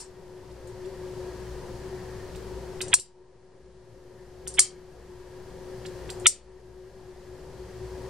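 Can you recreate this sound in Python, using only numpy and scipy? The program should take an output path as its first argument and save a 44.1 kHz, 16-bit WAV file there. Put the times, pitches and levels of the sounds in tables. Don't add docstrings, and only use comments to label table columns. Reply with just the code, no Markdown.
import sys
import numpy as np
from scipy import signal
from scipy.fft import rfft, irfft, next_fast_len
from scipy.io import wavfile
from scipy.ndimage import uniform_filter1d

SR = 44100
rng = np.random.default_rng(int(sys.argv[2]) if len(sys.argv) > 2 else 0)


def pcm_store(signal):
    levels = np.round(np.clip(np.atleast_2d(signal), -1, 1) * 32767)
    wavfile.write(sys.argv[1], SR, levels.astype(np.int16).T)


def undo_db(level):
    steps = np.asarray(level, float) / 20
    return 10 ** steps


N = 356945
T = np.arange(N) / SR
SIZE = next_fast_len(N + SR)
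HZ = np.arange(SIZE // 2 + 1) * SR / SIZE + 1e-3
TREBLE_LAG_S = 0.0092


def along(table, hz=HZ):
    points = np.array(table)
    return np.interp(np.log(hz), np.log(points[:, 0]), points[:, 1])


def shape(x, response):
    return irfft(rfft(x, SIZE) * response, SIZE)[..., :x.shape[-1]]


def ring(x, modes):
    return sum(undo_db(db) * signal.lfilter(*signal.iirpeak(hz, hz / width, SR), x) for hz, width, db in modes)


def unit(x):
    return x / np.sqrt(np.mean(x ** 2))


def walk(rate):
    k = int(SR / rate)
    steps = np.repeat(rng.standard_normal(N // k + 1), k)
    return unit(uniform_filter1d(uniform_filter1d(steps, k), k)[:N])


# frequency in Hz, likeness from 0 to 1.
ALIKE = [(60, 0.93), (130, 0.93), (260, 0.91), (540, 0.84), (1140, 0.82), (2370, 0.7), (4940, 0.4),
         (10300, 0.05)]


def diffuse(length):
    like = np.clip(along(ALIKE), 0, 1)
    mid, side = rng.standard_normal((2, length))
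    mid = shape(mid, np.sqrt(1 + like))
    side = shape(side, np.sqrt(1 - like))
    return np.array([mid + side, mid - side]) / 2


# frequency in Hz, level in dB per Hz.
AIR_COLOUR = [(30, -12), (170, -12), (260, -22), (1100, -27.5), (2600, -36), (4500, -34.5), (9500, -42),
              (15500, -52.5)]
# frequency in Hz, width in Hz, rms level in dB.
FAN_HUMS = [(59.7, 3.9, -49), (115.3, 12, -53), (381.5, 15, -49), (430, 260, -50.5), (531.6, 61, -52.5),
            (720, 200, -59), (942, 150, -57), (1645, 80, -66.5), (1830, 300, -63.5)]
# frequency in Hz, left minus right in dB.
FAN_PAN = [(60, 3.5), (190, 3), (330, 5), (590, 2.5), (1050, 2.5), (1850, 2), (3280, 3), (10300, 0.85)]


def fan():
    air_db, flicker_db = -54, 2.0
    whine_hz, whine_db = 367.7, -42
    air = shape(diffuse(N), undo_db(along(AIR_COLOUR)))
    middle = shape(air.mean(axis=0), (HZ > 600) & (HZ < 4000))
    out = air * undo_db(air_db + 0.22 * walk(2.3)) / middle.std()
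    for hz, width, db in FAN_HUMS:
        hum = unit(shape(diffuse(N), 1 / (1 + (2 * (HZ - hz) / width) ** 2)))
        out = out + undo_db(db + flicker_db * walk(12)) * hum
    turn = 2 * np.pi * np.cumsum(whine_hz + 2.5 * walk(10)) / SR
    out = out + undo_db(whine_db + 2.7 * walk(22)) * np.sqrt(2) * np.sin(turn)
    pan = along(FAN_PAN) / 2
    return np.array([shape(out[0], undo_db(pan)), shape(out[1], undo_db(-pan))])


# frequency in Hz, seconds to fall by 60 dB.
ROOM_DECAY = [(1000, 0.58), (2500, 0.34), (5000, 0.22), (8000, 0.17), (12000, 0.11)]


def room():
    t = np.arange(SR // 3) / SR
    bins_hz = np.arange(len(t) // 2 + 1) * 3 + 1e-3
    noise = rfft(rng.standard_normal((2, len(t))))
    noise[1] += (noise[0] - noise[1]) * np.clip(along(ALIKE, bins_hz), 0, 1)
    echo = 0
    for hz in 700 * 2 ** np.arange(0, 4.6, .5):
        band = irfft(noise * np.clip(1 - np.abs(2 * np.log2(bins_hz / hz)), 0, 1), len(t))
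        echo = echo + band * undo_db(-60 * t / along(ROOM_DECAY, hz))
    echo = echo * np.clip(t / 0.0013, 0, 1)
    return echo / np.sqrt(np.mean(np.sum(echo ** 2, axis=1)))


DUCK_START_S = [-.035, 2.9408, 2.998, 4.475, 4.593, 6.2675]
DUCK_DEPTH_DB = [-9.5, -10.5, -19, -5.5, -11, -14]


def gain_db(t):
    fall_s, hold_s, recover_db_per_s = .002, 0.11, 8.5
    db = np.zeros_like(t)
    for s, low_db in zip(DUCK_START_S, DUCK_DEPTH_DB):
        target = np.minimum(low_db + recover_db_per_s * np.maximum(t - s - hold_s, 0), 0)
        db += (target - db) * np.clip((t - s) / fall_s, 0, 1)
    return db


# frequency in Hz, width in Hz, level in dB.
PLATE_MODES = [(4900, 290, -6.5), (5880, 420, -1), (7220, 240, -1), (7500, 470, 9.5), (8340, 330, 10.5),
               (8830, 710, 5.5)]
# frequency in Hz, width in Hz, level in dB.
PLATE_TOP_MODE = (12500, 4000, -4)


def click(event, body_modes, echo, rise_s=.001):
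    s, peak_db, centre_hz, body_db, rattle_s, room_db = event
    tilt_db, leak_db, body_room_db = 16, -8, -10
    body_pan_db, plate_pan_db, left_lag_s = -6, 3, 3e-5
    mic_top_hz, top_hz = 9800, 15800
    t = np.arange(SR // 3) / SR
    chance = rng.random((3, len(t)))
    happens = chance[0] < 8000 / SR
    blows = happens * np.sign(chance[1] - .5) * undo_db(-2.0 * np.log(1 - chance[2]))
    blows[0] = 2

    bright = [(hz, width, db - tilt_db * np.log2(hz / centre_hz) ** 2)
              for hz, width, db in PLATE_MODES + [PLATE_TOP_MODE]]
    plate = ring(blows * np.exp(-t / max(rattle_s, .001)), bright)
    edge_hz = mic_top_hz if centre_hz < mic_top_hz else top_hz
    plate = signal.sosfilt(signal.cheby1(4, 2, edge_hz, fs=SR, output="sos"), plate)
    plate = plate + undo_db(leak_db) * ring(blows * np.exp(-t / 0.0046), [PLATE_TOP_MODE])
    plate = signal.sosfilt(signal.butter(3, 2600, "high", fs=SR, output="sos"), plate)

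    push = blows * np.exp(-(t / .0115) ** 4) * np.clip(.1 + t / rise_s, 0, 1)
    body = 0
    for hz, width, db in body_modes:
        tone = ring(ring(push, [(hz, width, 0)]), [(hz, width, 0)])
        body = body + undo_db(db) * tone / tone[:SR // 80].std()
    body = signal.sosfilt(signal.butter(3, 600, "high", fs=SR, output="sos"), body)

    first = slice(0, SR // 125)
    plate *= undo_db(peak_db - gain_db(np.array(s + .004))) / plate[first].std()
    body *= undo_db(peak_db + body_db - gain_db(np.array(s - .006))) / body[first].std()

    side = np.array([[.5], [-.5]])
    direct = plate * undo_db(plate_pan_db * side) + body * undo_db(body_pan_db * side)
    bins_hz = np.arange(len(t) // 2 + 1) * 3
    direct[0] = irfft(rfft(direct[0]) * np.exp(-2j * np.pi * bins_hz * left_lag_s), len(t))
    source = plate + undo_db(body_room_db) * body
    return direct + undo_db(room_db) * signal.fftconvolve(source[None], echo, axes=1)[:, :len(t)]


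# start in seconds, treble peak in dB, treble centre in Hz,
# body minus treble in dB, room level in dB.
SNAP_EVENTS = [
    (2.9398, -10.5, 8400, -9, -13.5),
    (4.593, -10, 8220, -11, -7),
    (6.2677, -10, 8060, -10.5, -11),
]
# frequency in Hz, width in Hz, level in dB.
SNAP_BODIES = [
    [(800, 150, -14), (1050, 180, -8), (1300, 150, -9), (1620, 180, -4), (2580, 300, 0), (3420, 200, -3)],
    [(820, 200, -16), (1220, 60, -15), (1650, 180, -10), (2250, 240, 0), (3460, 350, -5)],
    [(950, 250, -17), (1320, 170, -6), (2190, 170, 0), (2990, 150, -6), (3710, 300, 0)],
]
# start in seconds, treble peak in dB,
# treble centre in Hz, body minus treble in dB.
TICK_EVENTS = [(0.511, -70, 6000, 9), (.6729, -54, 12500, -9), (0.8568, -62.5, 5500, 8),
               (2.3570, -53.5, 4500, 4.5), (2.8143, -31.5, 5200, 1), (2.8814, -42, 7500, -8.5),
               (2.9974, -35.5, 5200, -24.5), (4.4747, -32.5, 7800, -12), (4.5396, -40.5, 6210, -22.5),
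               (5.8596, -53, 4900, 10.5), (6.1010, -40.5, 4800, 3), (6.1988, -48.5, 9820, -17.5),
               (-.035, -24, 7870, 0.5)]
# frequency in Hz, width in Hz, level in dB.
TICK_BODY_MODES = [
    (2200, 2600, -4.5),
    (3400, 2700, -1.5),
]


def switch():
    snap_rattle_s, tick_rattle_s, tick_room_db = .0082, 0.0065, -1
    creak_lead_s, creak_rise_s = 0.013, 0.027
    light = (tick_rattle_s, tick_room_db)
    clicks = []
    for row, body in zip(SNAP_EVENTS, SNAP_BODIES):
        clicks.append((row[:4] + (snap_rattle_s, row[4]), body, .001))
    for row in TICK_EVENTS:
        clicks.append((row + light, TICK_BODY_MODES, .001))
    for row in SNAP_EVENTS:
        creak = (row[0] - creak_lead_s, -60.5, 7000, 20.5)
        clicks.append((creak + light, TICK_BODY_MODES, creak_rise_s))
    out = np.zeros((2, N + 2 * SR))
    for event, modes, rise_s in clicks:
        sound = click(event, modes, room(), rise_s)
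        start = SR + round((event[0] - TREBLE_LAG_S) * SR)
        out[:, start:start + sound.shape[1]] += sound
    return out[:, SR:SR + N]


def scene():
    return switch() + fan()


# camera gain in dB, edge in Hz.
QUIET_EDGE = [(-20, 10300), (-14, 11100), (-10, 14300), (0, 15800)]
# start in seconds, treble edge in Hz.
CLICK_EDGES = [
    (2.816, 10900),
    (2.941, 11500),
    (4.475, 11300),
    (4.594, 11400),
    (6.268, 12600),
]


def lose_top(x):
    hz, t, cells = signal.stft(x, SR, nperseg=512)
    wander = 350 * walk(30)[np.minimum(t * SR, N - 1).astype(int)]
    edge_hz = np.interp(gain_db(t), *np.transpose(QUIET_EDGE)) + wander
    for s, tail_hz in CLICK_EDGES:
        edge_hz[(t > s + .012) & (t < s + .13)] = tail_hz
    return signal.istft(cells * (hz[:, None] < edge_hz), SR, nperseg=512)[1][:, :N]


def top_cut(x):
    return signal.sosfilt(signal.butter(12, 15800, fs=SR, output="sos"), x)


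def record(dry):
    split_hz, look_ahead_s, offset = 3700, .003, -.0013
    blank_s, blank_snap_db, blank_tick_db = 0.013, -33, -8
    share = 1 / (1 + (split_hz / HZ) ** 24)
    treble = shape(dry, share * np.exp(-2j * np.pi * HZ * TREBLE_LAG_S))
    late = round(TREBLE_LAG_S * SR)
    treble[:, :late] = treble[:, 2 * late:late:-1]
    for s, _ in CLICK_EDGES:
        is_snap = min(abs(s - row[0]) for row in SNAP_EVENTS) < blank_s
        depth = undo_db(blank_snap_db if is_snap else blank_tick_db)
        treble = treble * np.clip(np.maximum(s - blank_s - T, T - s + .004) / .003, depth, 1)
    low = shape(dry, 1 - share) * undo_db(gain_db(T))
    x = lose_top(low + treble * undo_db(gain_db(T + look_ahead_s)))
    return top_cut(np.clip(x + offset, -1, 1))


dry = scene()
out = record(dry)
pcm_store(out)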